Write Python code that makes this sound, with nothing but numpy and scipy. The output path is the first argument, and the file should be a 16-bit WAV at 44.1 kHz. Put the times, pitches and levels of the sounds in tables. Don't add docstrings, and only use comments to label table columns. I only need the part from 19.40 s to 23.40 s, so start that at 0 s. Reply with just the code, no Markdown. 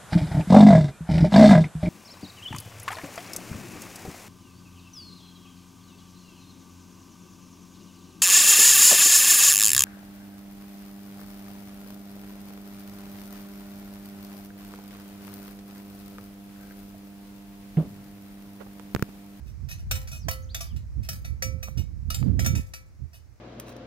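import sys
import numpy as np
from scipy import signal
from scipy.fft import rfft, irfft
from scipy.io import wavfile
from scipy.ndimage import uniform_filter1d

SR = 44100
rng = np.random.default_rng(int(sys.argv[2]) if len(sys.argv) > 2 else 0)


def wrap_up_sound(samples):
    columns = np.atleast_2d(samples).T
    tamed = np.clip(columns, -1, 1)
    steps = np.round(tamed * 32767).astype(np.int16)
    wavfile.write(sys.argv[1], SR, steps)


N = 176400

# pitch_hz, level_db
FITTING_MODES = [(672, -7), (1383, -6), (1819, -4), (2505, 1), (2616, -3), (2897, -5), (3090, -21.5),
                 (3396, -11.5), (3660, -7.5), (3784, -7.5), (4326, -9), (4735, -3.5), (5105, -6),
                 (5498, -1.5), (5655, 2.5), (6420, -28.5), (6840, -16.5), (7455, -6), (9243, -15),
                 (9620, -5)]
RING_SAMPLES, CUTOFF_HZ, CHATTERS_PER_S = SR, 15800, 830


def from_db(db):
    return 10 ** (np.asarray(db) / 20)


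def at_hz(points, hz):
    knots_hz, values = np.transpose(points)
    return np.interp(np.log(np.maximum(hz, 1)), np.log(knots_hz), values)


def panned(db):
    return from_db(np.array([[db], [-db]]) / 2)


def decay(t60_s):
    return from_db(-60 * np.arange(RING_SAMPLES) / SR / t60_s)


def add(out, start_s, sound):
    i = int(start_s * SR)
    out[:, i:i + sound.shape[-1]] += sound[..., :N - i]


def unit_rms(x):
    return x / np.sqrt(np.mean(x ** 2) + 1e-20)


def noise(colour, size, correlation=0):
    hz = np.arange(size // 2 + 1) * SR / size + 1
    skirts = np.minimum(1, hz / colour[0][0]) ** 2 * np.minimum(1, colour[-1][0] / hz) ** 4
    white = rfft(rng.standard_normal((2, size)))
    mid, side = irfft(white * from_db(at_hz(colour, hz)) * skirts, size)
    return unit_rms(np.sqrt(1 + correlation) * mid + np.sqrt(1 - correlation) * side * [[1], [-1]])


def levelled(rumble):
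    return rumble / np.sqrt(uniform_filter1d(rumble ** 2, size=1600) + 0.092)


def wind():
    # time_s, level_db
    right_levels = [(0, -35), (2.1, -34), (2.76, -29), (2.82, -18), (3.19, -19.5), (3.27, -49), (3.93, -45),
                    (4, -66)]
    left_levels = [(.3, -46.5), (.5, -29), (.7, -41), (1.75, -37), (2.35, -47.5), (3.12, -28.5),
                   (3.45, -49), (4, -57.5)]
    # peak_s, level_db
    buffets = [(0.242, -28), (0.544, -24.5), (0.881, -23.5), (1.356, -24.5), (1.591, -21.5), (1.92, -24),
               (2.078, -24), (2.149, -25), (2.394, -19), (2.691, -24), (2.892, -17), (3.635, -28)]
    # frequency_hz, density_db
    breeze_colour = [(22, -41), (54, -2), (85, 0), (120, -8), (200, -20.5), (450, -45)]
    gust_colour = [(22, -56), (68, 1.5), (120, 4), (260, -12.5), (800, -47), (7000, -71.5)]
    # frequency_hz, gain_db
    shelter_tilt = [(50, 13), (130, 6)]
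    buffet_width_s, gust_from_db, gust_range_db = 0.024, -23.5, 7
    t = np.arange(N) / SR
    strength = from_db(np.interp(t, *np.transpose(right_levels)))
    for peak_s, db in buffets:
        buffet = from_db(db) * np.exp(-.5 * ((t - peak_s) / buffet_width_s) ** 2)
        strength = np.hypot(strength, buffet)
    gust_mix = np.clip((20 * np.log10(strength) - gust_from_db) / gust_range_db, 0, 1)
    breeze, gust = noise(breeze_colour, N)[0], noise(gust_colour, N)[0]
    right = strength * levelled(np.sqrt(1 - gust_mix) * breeze + np.sqrt(gust_mix) * gust)
    left_colour = [(hz, db + at_hz(shelter_tilt, hz)) for hz, db in breeze_colour]
    left = from_db(np.interp(t, *np.transpose(left_levels))) * levelled(noise(left_colour, N)[0])
    return np.array([left, right])


def country_air():
    # frequency_hz, density_db
    air_colour = [(300, 2), (840, -7), (2360, -11), (3190, -21), (5600, -12.5), (9000, -22.5), (16000, -24)]
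    start_db, fade_db_per_s = -62, 1
    return from_db(start_db - fade_db_per_s * np.arange(N) / SR) * noise(air_colour, N, correlation=0.19)


def wire_shimmer(count=480):
    # frequency_hz, level_db
    wire_colour = [(620, -2.5), (950, -13.5), (1850, -5.5), (3200, -10), (5500, -4.5), (8300, -6.5),
                   (13000, 2.5), (15800, -0.5)]
    # frequency_hz, t60_s
    ring_times = [(4000, 0.28), (16000, 0.11)]
    t, out = np.arange(RING_SAMPLES) / SR, 0
    for hz in np.linspace(wire_colour[0][0], CUTOFF_HZ, count) + rng.uniform(-23.5, 20.1, count):
        phase = rng.uniform(0, 2 * np.pi) + rng.normal(0, 1.0, (2, 1))
        gain = from_db(at_hz(wire_colour, hz) + rng.normal(0, 4.45, (2, 1)))
        out += gain * np.sin(2 * np.pi * hz * t + phase) * decay(at_hz(ring_times, hz))
    return out / np.sqrt(count)


def metal_rings(modes, t60_s, slope=0):
    # frequency_hz, left_over_right_db
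    mode_pan = [(522, 2), (1300, -9), (2500, -1.5), (3100, 14.5), (5400, -6.5), (7300, 16.5), (9300, 9.5)]
    t, rings = np.arange(RING_SAMPLES) / SR, []
    snap = from_db(-1) * decay(t60_s=0.025)
    for k, (hz, db) in enumerate(modes):
        gain = (-1) ** k * from_db(db) * panned(at_hz(mode_pan, hz))
        tail = decay(t60_s * (hz / modes[0][0]) ** slope)
        rings.append(gain * (snap + tail) * np.sin(2 * np.pi * hz * t))
    return np.array(rings)


def struck(rings, boost_db=0, spread_db=2):
    return np.tensordot(from_db(boost_db + rng.normal(0, spread_db, len(rings))), rings, 1)


def touches(per_s, envelope):
    hits = rng.random(RING_SAMPLES) < per_s / SR
    return unit_rms(hits * rng.standard_normal(RING_SAMPLES) * envelope) / np.sqrt(RING_SAMPLES)


def driven(response, force):
    return signal.fftconvolve(response, force[None] / np.linalg.norm(force), axes=1)[:, :RING_SAMPLES]


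def contact_colour(sound, depth_db=6, step_hz=129.86, taps=8192):
    hz = np.linspace(0, SR / 2, taps // 2 + 1)
    ripple_db = depth_db * np.interp(hz / step_hz, np.arange(taps), rng.standard_normal(taps))
    cepstrum = irfft(np.log(from_db(ripple_db)))
    minimum_phase = irfft(np.exp(rfft(2 * cepstrum[:taps // 2], taps)))
    return driven(sound, minimum_phase)


def shelved(sound, treble_db):
    highpass = signal.butter(1, 8000, "high", fs=SR, output="sos")
    return sound + (from_db(treble_db) - 1) * signal.sosfilt(highpass, sound)


def rustles(wires, fittings):
    # start_s, length_s, level_db
    slides = [(0.057, 0.051, -24.5), (0.286, 0.052, -6.5), (0.379, 0.047, -21), (0.709, 0.072, -7),
              (1.362, 0.013, -19), (1.628, .04, -16), (2.374, 0.027, -11), (3.727, 0.049, -18.5)]
    out, t = np.zeros((2, N)), np.arange(RING_SAMPLES) / SR
    for start_s, length_s, db in slides:
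        slips = touches(CHATTERS_PER_S, np.sqrt(np.maximum(length_s - t, 0)))
        metal = contact_colour(wires) + struck(fittings)
        add(out, start_s, from_db(db) * shelved(driven(metal, slips), treble_db=-11))
    return out


def favoured_db(pitches_hz, boost_db=10, width_hz=90):
    detuning = (np.array(FITTING_MODES)[:, :1] - pitches_hz) / width_hz
    return boost_db * np.exp(-detuning ** 2).max(axis=1)


def clinks(wires, fittings):
    # start_s, level_db, post_db, treble_db, favoured_pitch_hz, other_favoured_pitch_hz
    hits = [(0.5106, 2, -7, -9, 3870, 9243), (.553, -7.5, -38, -4.5, 3784, 9243),
            (0.6724, -15, -2, -9, 4735, 4326), (.8834, -3.5, 3.5, -5, 672, 3090),
            (.91, -5.5, -6, -3, 4326, 6840), (1.145, -2.5, -8, -14, 3396, 3660),
            (1.2056, -5, -14.5, -9.5, 6840, 672), (1.6876, -3, -8, -8.5, 5498, 6420),
            (1.8457, -13, -1, -29, 4326, 3720), (2.0222, -4.5, 5, -0.5, 4735, 6840),
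            (2.2273, -12.5, 2, 0.5, 3160, 2505), (2.7017, -3, -9, -10, 2897, 4735),
            (2.7427, -3.5, -26, -13, 7455, 3784), (2.992, -4, -0.5, -8, 7455, 5105),
            (3.045, -6.5, -3, -12, 5105, 1819), (3.0601, -5.5, 6, 3, 2670, 1383),
            (3.1509, -7.5, -3, -16, 2640, 3660), (3.172, -13.5, -27, -9, 2560, 7455),
            (3.3353, -11, -1.5, -7, 4735, 2616)]
    # pitch_hz, level_db
    post_modes = [(522, -5), (1314, -4.5), (1994, -5.5), (2311, 6), (4172, -36), (5915, 9.5), (7044, -3.5),
                  (8414, -7)]
    # frequency_hz, density_db
    crack_colour = [(1100, -2), (2300, -1.5), (6000, 7), (9000, 0.5), (16000, 5)]
    knock_colour = [(450, -23), (650, 11.5), (900, -9.5), (1400, -4.5), (1850, 13), (2300, -6.5)]
    clash_s, attack_s, softness = 0.0074, 0.0013, 0.49
    out, t = np.zeros((2, N)), np.arange(RING_SAMPLES) / SR
    post = metal_rings(post_modes, t60_s=0.72, slope=-0.53)
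    for start_s, db, post_db, treble_db, *pitches_hz in hits:
        chatter = touches(CHATTERS_PER_S, decay(t60_s=0.062))
        rebounds = from_db(-4.5) * touches(per_s=90, envelope=decay(t60_s=0.24))
        force = chatter + rebounds
        force[0] = from_db(-4)
        crack = from_db(-20.5) * noise(crack_colour, RING_SAMPLES, correlation=0.067) * decay(t60_s=.025)
        clink = contact_colour(driven(wires + crack, force))
        knock = noise(knock_colour, RING_SAMPLES, correlation=0.64) * decay(t60_s=0.048)
        clink += from_db(post_db - 30.5) * panned(-5) * knock
        clink *= 1 + from_db(2.5 + db) * np.exp(-(t / clash_s) ** 2)
        clink += from_db(post_db - 39) * struck(post) + struck(fittings, favoured_db(pitches_hz))
        attack = 1 - np.exp(-t / attack_s * from_db(softness * db))
        add(out, start_s, from_db(db) * attack * shelved(clink, treble_db))
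    return out


def bird():
    # start_s, length_s, start_hz, middle_hz, end_hz, level_db
    whistles = [(0.768, 0.093, 6700, 5560, 3900, -54.5), (1.015, 0.039, 4770, 6640, 3570, -55.5),
                (1.086, 0.048, 2580, 4480, 4670, -51), (1.24, 0.054, 3900, 4690, 4360, -57.5),
                (1.28, 0.058, 3400, 3120, 2540, -60)]
    out = np.zeros((2, N))
    for start_s, length_s, *arc_hz, db in whistles:
        progress = np.linspace(0, 1, int(length_s * SR))
        pitch_hz = np.polyval(np.polyfit([0, .5, 1], arc_hz, 2), progress)
        swell = from_db(db) * np.sin(np.pi * progress)
        add(out, start_s, swell * np.sin(2 * np.pi * np.cumsum(pitch_hz) / SR))
    return out


def foliage_scatter(sound, wet=0.7):
    tail = rng.standard_normal((2, RING_SAMPLES)) * decay(t60_s=0.26)
    return sound + wet * signal.fftconvolve(sound, tail / np.linalg.norm(tail[0]), axes=1)[:, :N]


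def ticks():
    # start_s, level_db, upper_edge_hz
    taps = [(2.276, -37.5, 1560), (2.284, -34, 1590), (2.827, -28, 1780)]
    out = np.zeros((2, N))
    for start_s, db, edge_hz in taps:
        band = signal.butter(2, [550, edge_hz], "band", fs=SR, output="sos")
        burst = rng.standard_normal(RING_SAMPLES) * decay(t60_s=0.015)
        add(out, start_s, from_db(db) * np.sqrt(SR / 2 / edge_hz) * signal.sosfilt(band, burst))
    return out


def scene():
    wires = from_db(-26) * wire_shimmer()
    fittings = from_db(-39.5) * metal_rings(FITTING_MODES, t60_s=0.16)
    left, right = clinks(wires, fittings) + rustles(wires, fittings) + ticks()
    left_lag_s = .00025
    fence = np.array([np.pad(left, (round(left_lag_s * SR), 0))[:N], right])
    return fence + wind() + foliage_scatter(bird()) + country_air()


def record(dry):
    return signal.sosfilt(signal.ellip(10, .2, 80, CUTOFF_HZ, fs=SR, output="sos"), dry)


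dry = scene()
out = record(dry)
wrap_up_sound(out)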